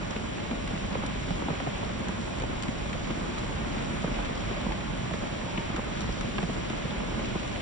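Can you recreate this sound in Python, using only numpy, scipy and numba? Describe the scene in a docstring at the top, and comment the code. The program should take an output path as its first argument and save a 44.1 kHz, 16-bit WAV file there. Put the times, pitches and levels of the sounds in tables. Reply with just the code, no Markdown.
"""Rain on a steel footbridge

Steady rain on the bridge and the forest around it, heard from under an umbrella. Far drops are noise bands
flaring together into a patter over a low rumble; near splashes on the deck flare its upper bands further.
Drops on the stretched cloth are damped sines that slap and then boom; the steelwork pings and rings the same
way, and a faint wavering sine passes once. A pair of microphones a hand apart hears it, each with its own
phase and balance by frequency, the treble reaching the right one first."""
import sys
import numpy as np
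from scipy import signal
from scipy.fft import rfft, irfft, next_fast_len
from scipy.io import wavfile
from scipy.ndimage import uniform_filter1d
from numba import njit

SR = 44100
rng = np.random.default_rng(int(sys.argv[2]) if len(sys.argv) > 2 else 0)


def linear_from_db(decibels):
    """Turn decibels (scalar or array-like) into linear amplitude factors; 0 gives 1."""
    return 10 ** (np.asarray(decibels, float) / 20)


def store_pcm(level_fs):
    """Save levels as 16-bit WAV."""
    pcm = np.round(np.clip(level_fs, -1, 1) * 32767).astype(np.int16)
    wavfile.write(sys.argv[1], SR, np.atleast_2d(pcm).T)


N = 335950

# strength of the far rain, before the microphones' balance: (time [s], level [dB])
RAIN_STRENGTH = [(0.0, -33), (1.4, -32), (2.76, -32.5), (4.0, -31), (5.11, -32.5), (5.6, -32), (7.62, -32)]
# relative colour of the far rain: (frequency [Hz], level per Hz [dB])
PATTER_COLOUR = [(20, -0.5), (35, 6), (70, -0.5), (120, -2), (200, 0.5), (260, -4.5), (320, -4), (400, -9),
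                 (480, -12), (600, -5.5), (900, -14), (1200, -13.5), (1950, -17.5), (2600, -15.5),
                 (4200, -25.5), (6000, -27.5), (7500, -34.5), (9300, -35.5)]
# tonal balance of the microphones: (frequency [Hz], left minus right [dB])
MICROPHONE_BALANCE = [(60, -1.5), (180, -3), (320, 2.5), (560, .5), (970, -2.5), (1700, -.5), (3000, -.5),
                      (4800, -1.5), (6100, 0), (9500, 0)]
# how alike the microphones hear the far rain: (frequency [Hz], shared power [0-1])
ALIKENESS = [(30, .92), (150, .75), (300, .45), (550, .12), (850, .65), (1250, .25), (1600, .35),
             (1900, .1), (2500, .15), (3300, .48), (3800, .12), (4500, .62), (5400, .94), (6200, 1),
             (9500, 1)]
# phase lead of the left microphone: (frequency [Hz], lead [half turns])
LEFT_LEAD = [(0, 0), (950, 1.43), (2840, 5.16), (3100, 6.0), (3360, 6.2), (4000, 5.35), (5450, 4),
             (9550, 0)]
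# upper modes of the umbrella cloth, before detuning and weighting: (frequency [Hz], level [dB], t60 [s])
CLOTH_MODES = [(300, 0, .045), (370, 0, .04), (450, -1, .035), (540, 0, .03), (640, 0, .028),
               (760, -1, .025), (900, -1, .025), (1080, -3, .022), (1300, -5, .02), (1600, -6, .02),
               (2000, -7, .018), (2500, -8, .015), (3100, -12, .015)]
# big drops on the cloth, levels before swell and pan:
# (time [s], boom level [dB], boom frequency [Hz], slap level [dB], slap centre [Hz])
BIG_DROPS = [(0.163, -24.5, 220, -25, 360), (0.511, -23, 247, -21.5, 360), (0.53, -23, 199, -26, 600),
             (0.733, -23, 198, -39, 810), (0.953, -30, 250, -17, 640), (0.967, -28, 197, -23, 400),
             (0.985, -25, 207, -26, 860), (1.035, -23, 280, -24, 660), (1.306, -16.5, 174, -20, 670),
             (1.284, -24.5, 245, -28, 700), (1.41, -23, 190, -29, 780), (1.421, -34, 240, -21.5, 700),
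             (1.46, -20, 179, -26, 560), (1.484, -23.5, 263, -19.5, 750), (1.502, -17, 152, -18.5, 360),
             (1.528, -28, 270, -23, 360), (1.603, -33, 181, -22, 880), (1.67, -16, 131, -18, 754),
             (1.828, -25, 160, -20, 420), (2.09, -19, 190, -21, 630), (2.42, -31, 180, -25, 460),
             (2.436, -27, 109, -18.5, 820), (2.686, -19.5, 226, -37, 360), (3.105, -20.5, 204, -20.5, 360),
             (3.17, -24, 236, -33, 720), (3.29, -23, 226, -34, 360), (3.492, -21, 171, -27, 430),
             (3.576, -20, 167, -34, 1240), (3.767, -20.5, 202, -27, 410), (4.042, -16.5, 174, -18.5, 650),
             (4.077, -25, 284, -21, 680), (4.111, -21, 250, -35, 800), (4.188, -24, 202, -23, 750),
             (4.295, -35, 224, -23, 410), (4.51, -25, 150, -23, 400), (4.664, -19.5, 207, -22.5, 610),
             (4.688, -30, 220, -26.5, 600), (4.708, -24, 180, -21, 540), (4.719, -29, 190, -25, 1210),
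             (5.111, -18.5, 160, -22.5, 570), (5.139, -18.5, 193, -23, 470), (5.322, -22, 177, -37, 930),
             (5.433, -26, 189, -25, 620), (5.579, -18.5, 199, -23, 560), (5.7, -21, 202, -25, 900),
             (5.781, -20, 220, -22.5, 660), (5.792, -28, 217, -18, 590), (6.09, -25, 202, -23.5, 890),
             (6.386, -24, 187, -18.5, 700), (6.429, -15.5, 170, -22, 560), (6.497, -22, 244, -21, 600),
             (6.701, -22, 204, -25.5, 410), (6.85, -18, 152, -24.5, 600), (7.194, -23, 200, -20, 640),
             (7.353, -17, 185, -19.5, 400)]
# near splashes on the deck, over the mean patter in the upper middle and in the treble:
# (time [s], body level [dB], spray level [dB])
NEAR_SPLASHES = [(0.108, -8, 13.5), (0.163, 11, 1.5), (0.512, 7.5, -0.5), (0.6755, 8, 9), (0.948, 7, -11.5),
                 (1.063, -3, 16.5), (1.306, 7, 5), (1.601, 8, -0.5), (2.084, 7, 11), (2.385, -2.5, 8.5),
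                 (2.399, 0.5, 11), (2.4204, 6.5, 9), (2.624, -1, 15.5), (2.634, 9.5, 13.5),
                 (2.683, 10.5, -2), (2.93, 9, 9), (3.104, 7.5, -11.5), (3.3837, -12, 11), (3.783, 6.5, 1),
                 (4.72, 12, 3), (5.1366, 9, -3.5), (5.576, 13, -11), (5.7628, 9.5, 12.5), (6.0071, 0.5, 13),
                 (6.0166, -3, 10), (6.2096, 11, 11.5), (6.3823, 13.5, 4.5), (6.4275, 6.5, -10),
                 (6.698, 7, 7)]
# the faint tone before it wavers: (time [s], frequency [Hz], rms level [dB])
TONE_PATH = [(5.36, 915, -62), (5.46, 924, -49), (5.58, 909, -42.5), (5.68, 900, -49), (5.76, 860, -51),
             (5.9, 850, -62)]
# long rings of the steelwork, before detuning: (frequency [Hz], relative level [dB], t60 [s])
STEEL_RINGS = [(590, 0, 0.35), (640, -4.5, 0.22), (842, 1, 0.26), (888, -4.5, 0.42), (1060, -2, .25),
               (1424, -9, 0.16), (1650, -6.5, 0.11), (2470, -7.5, .15)]
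# centres of the patter's octave bands [Hz]
BANDS_HZ = 40 * 2. ** np.arange(9)


def on_log_hz(table, hz):
    """Read a (frequency, value) table along log frequency."""
    f, v = np.transpose(table)
    return np.interp(np.log(hz + 1), np.log(f), v)


def walk(rate):
    """Random levels held for 1 / rate seconds and smoothed twice; spread near 1."""
    hold = int(SR / rate)
    steps = np.repeat(rng.standard_normal(N // hold + 1), hold)
    return 1.15 * uniform_filter1d(uniform_filter1d(steps, hold), hold)[:N]


def bursts(s, power, decay_s):
    """Power that jumps at each time and dies away exponentially."""
    kicks = np.bincount(np.clip(s * SR, 0, N - 1).astype(int), power, N)
    return signal.lfilter([1], [1, -np.exp(-1 / (decay_s * SR))], kicks)


@njit
def ring(start, hz, t60, gain, push, count):
    """Damped sines that swell in over `push` cycles; row 0 of start and gain is left, row 1 right."""
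    out = np.zeros((2, count))
    for k in range(len(hz)):
        turn = np.exp(2j * np.pi * hz[k] / SR - np.log(1000) / (t60[k] * SR))
        release = np.exp(-hz[k] / (push * SR))
        for c in range(2):
            z, held = gain[c, k] + 0j, 1.0
            for i in range(start[c, k], min(start[c, k] + int(t60[k] * SR), count)):
                out[c, i] += z.imag * (1 - held)
                z *= turn
                held *= release
    return out


def left_right_starts(s, lag_s):
    """First sample of each event at both microphones, the left one later by twice lag_s."""
    side = np.array([[1], [-1]])
    return np.clip((s + side * lag_s) * SR, 0, N).astype(np.int64)


def patter():
    """Three unrelated noises whose octave bands flare together wherever a drop lands."""
    per_s, size_db, drop_db, most_db = 260, 3.0, -5.5, 7.0
    reach_oct, decay_s, cycles = 0.76, 0.003, 0.85
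    splash_s, spray_s, flicker_db = 0.0028, 0.0018, 0.96
    chance = rng.random((int(per_s * N / SR), 3)).T
    drop_s = chance[0] * N / SR
    power = linear_from_db(np.minimum(drop_db - size_db * np.log(chance[1]), most_db)) ** 2
    centre = np.log2(150.) + 6.9 * chance[2]
    splash_time, body_db, spray_db = np.transpose(NEAR_SPLASHES)
    size = next_fast_len(N)
    octave = np.log2(np.fft.rfftfreq(size, 1 / SR) + 1)
    noise = rfft(rng.standard_normal((3, size)))
    out = 0
    for hz in BANDS_HZ:
        fade_s = decay_s + cycles / hz  # low notes of a drop last longer
        nearness = np.exp(-((np.log2(hz) - centre) / reach_oct) ** 2)
        flare = bursts(drop_s, power * nearness, fade_s)
        swing = (1 + flare) / np.mean(1 + flare)
        if hz > 4000:
            swing = swing + bursts(splash_time, linear_from_db(spray_db) ** 2, spray_s)
        elif hz > 1000:
            swing = swing + bursts(splash_time, linear_from_db(body_db) ** 2, splash_s)
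        band = np.cos(np.pi / 2 * np.clip(octave - np.log2(hz), -1, 1))
        out = out + irfft(noise * band, size)[:, :N] * np.sqrt(swing) * linear_from_db(flicker_db * walk(8))
    return out


def far_rain(noises):
    """Colour the patter; one noise is shared by both sides, the others belong to one side each."""
    size = next_fast_len(N)
    hz = np.fft.rfftfreq(size, 1 / SR)
    shared, *own = rfft(noises, size)
    alike = np.clip(on_log_hz(ALIKENESS, hz), 0, 1)
    blend = np.sqrt(alike) * shared + np.sqrt(1 - alike) * np.array(own)
    pair = irfft(linear_from_db(on_log_hz(PATTER_COLOUR, hz)) * blend, size)[:, :N]
    return pair / np.sqrt(np.mean(pair ** 2))


def cloth(s, boom_db, boom_hz, slap_db, slap_hz, pan_db, lag_s=0.):
    """Each drop slaps the upper modes nearest its slap centre, then the whole panel booms."""
    boom_t60, push = 0.05, 0.46  # s, cycles
    fall_db, scatter_db, detune = 3.5, 2.0, 0.12  # dB per octave, dB, log frequency
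    late_cycles, ragged_s, lag_spread_s = 0.44, 0.001185, 0.00019
    hz, db, t60 = np.transpose(CLOTH_MODES)
    chance = rng.standard_normal((len(s), 5, len(CLOTH_MODES) + 1))
    distance_oct = np.abs(np.log2(hz / slap_hz[:, None]))
    weight = linear_from_db(db - fall_db * distance_oct + scatter_db * chance[:, 0, 1:])
    weight = weight / np.sqrt(np.sum(weight ** 2, axis=1, keepdims=True))
    slap = linear_from_db(slap_db)[:, None] * weight * np.sign(chance[:, 1, 1:])
    size = np.column_stack([linear_from_db(boom_db), slap])
    pitch = np.column_stack([boom_hz, hz * np.exp(detune * chance[:, 2, 1:])])
    # high notes run through the cloth faster, so each thud slides downward
    onset = s[:, None] + late_cycles / pitch + ragged_s * chance[:, 3]
    lag = lag_s + lag_spread_s * (chance[:, 4, :1] + chance[:, 4])
    start = left_right_starts(onset.ravel(), -lag.ravel() / 2)
    side = np.array([1, -1])[:, None, None]
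    gain = size * linear_from_db(side * pan_db[:, None] / 2)
    rings = np.tile(np.append(boom_t60, t60), len(s))
    return ring(start, pitch.ravel(), rings, gain.reshape(2, -1), push, count=N)


def big_drops():
    """The drops on the cloth that stand out one by one."""
    pan_db = -0.1 + 0.5 * rng.standard_normal(len(BIG_DROPS))  # left minus right
    # landing overhead, they reach both microphones more nearly together than the far rain
    return cloth(*np.transpose(BIG_DROPS), pan_db, lag_s=-0.00049)


def small_drops():
    """The many lesser drops strike the same cloth at random times, pitches and sides."""
    per_s, base_db, size_db, most_db, slap_db = 120, -41, 3.5, -27, -1.5
    u = rng.random((int(per_s * N / SR), 6)).T
    boom_db = np.minimum(base_db - size_db * np.log(u[1]), most_db)
    slap_level = boom_db + slap_db + 8 * (u[3] - .5)
    pan_db = 6 * (u[5] - .5)
    return cloth(u[0] * N / SR, boom_db, 110 * 3.1 ** u[2], slap_level, 350 * 8.2 ** u[4], pan_db)


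def deck():
    """Drops ping the steel plates all around: one short partial each, shorter and fainter when higher."""
    per_s, base_db, size_db, most_db, tilt_db = 350, -50, 4.0, -40, -3.0  # tilt per octave
    longest_t60, lag_s, push = 0.082, 0.0005, 0.7  # s, s, cycles
    u = rng.random((int(per_s * N / SR), 5)).T
    octaves = 3.9 * u[1]
    start = left_right_starts(u[0] * N / SR, lag_s * (u[2] - .5))
    level_db = np.minimum(base_db - size_db * np.log(u[3]), most_db) + tilt_db * octaves
    side = np.array([[1], [-1]])
    gain = linear_from_db(level_db + side * 3.5 * (u[4] - 0.2))  # leaning left
    return ring(start, 400 * 2 ** octaves, longest_t60 / (1 + 0.59 * octaves), gain, push, count=N)


def steelwork():
    """Drops at random moments each set one of the long rings going, slightly detuned."""
    per_s, base_db, size_db, most_db = 60, -50, 5.5, -42
    detune, lag_s, push, pan_db = 0.015, 0.0003, 2.3, 9.5  # share, s, cycles, dB
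    u = rng.random((int(per_s * N / SR), 6)).T
    chosen = (u[1] * len(STEEL_RINGS)).astype(int)
    hz, db, t60 = np.transpose(STEEL_RINGS)[:, chosen]
    start = left_right_starts(u[0] * N / SR, lag_s * (u[2] - .5))
    level_db = np.minimum(base_db - size_db * np.log(u[3]), most_db) + db
    side = np.array([[1], [-1]])
    gain = linear_from_db(level_db + side * pan_db * (u[4] - .5))
    return ring(start, hz * (1 + detune * (2 * u[5] - 1)), t60, gain, push, count=N)


def faint_tone():
    """A sine wavering in pitch and level, silent outside its moment."""
    t = np.arange(N) / SR
    s, hz, db = np.transpose(TONE_PATH)
    pitch = np.interp(t, s, hz) * (1 + 0.0079 * walk(25))
    wave = np.sqrt(2) * np.sin(2 * np.pi * np.cumsum(pitch) / SR)
    return wave * np.interp(t, s, linear_from_db(db), 0, 0) * linear_from_db(3.5 * walk(30))


def two_microphones(pair):
    """Each microphone has its own lead in phase and its own balance by frequency."""
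    size = next_fast_len(N)
    hz = np.fft.rfftfreq(size, 1 / SR)
    side = np.array([[1], [-1]])
    turn = np.exp(.5j * np.pi * side * np.interp(hz, *np.transpose(LEFT_LEAD)))
    balance = linear_from_db(side * on_log_hz(MICROPHONE_BALANCE, hz) / 2)
    return irfft(rfft(pair, size) * turn * balance, size)[:, :N]


def scene():
    """Far patter swelling with the rain, drops on the cloth, pings and rings of the steel, a faint tone."""
    strength_db = np.interp(np.arange(N) / SR, *np.transpose(RAIN_STRENGTH))
    rain = far_rain(patter()) * linear_from_db(strength_db)
    umbrella = big_drops() + small_drops()
    bridge = deck() + steelwork()
    return two_microphones(rain + umbrella + bridge + faint_tone())


def band_limit(x):
    """A steep low-pass at the top of the band."""
    return signal.sosfilt(signal.butter(12, 9660, fs=SR, output="sos"), x)


def record(dry):
    """The deepest bass rolls off and the top is cut steeply."""
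    low = signal.butter(1, 12, "high", fs=SR, output="sos")
    top = signal.ellip(8, .3, 45, 9330, fs=SR, output="sos")
    mix = signal.sosfilt(np.vstack([low, top]), dry)
    return band_limit(mix)


dry = scene()
out = record(dry)
store_pcm(out)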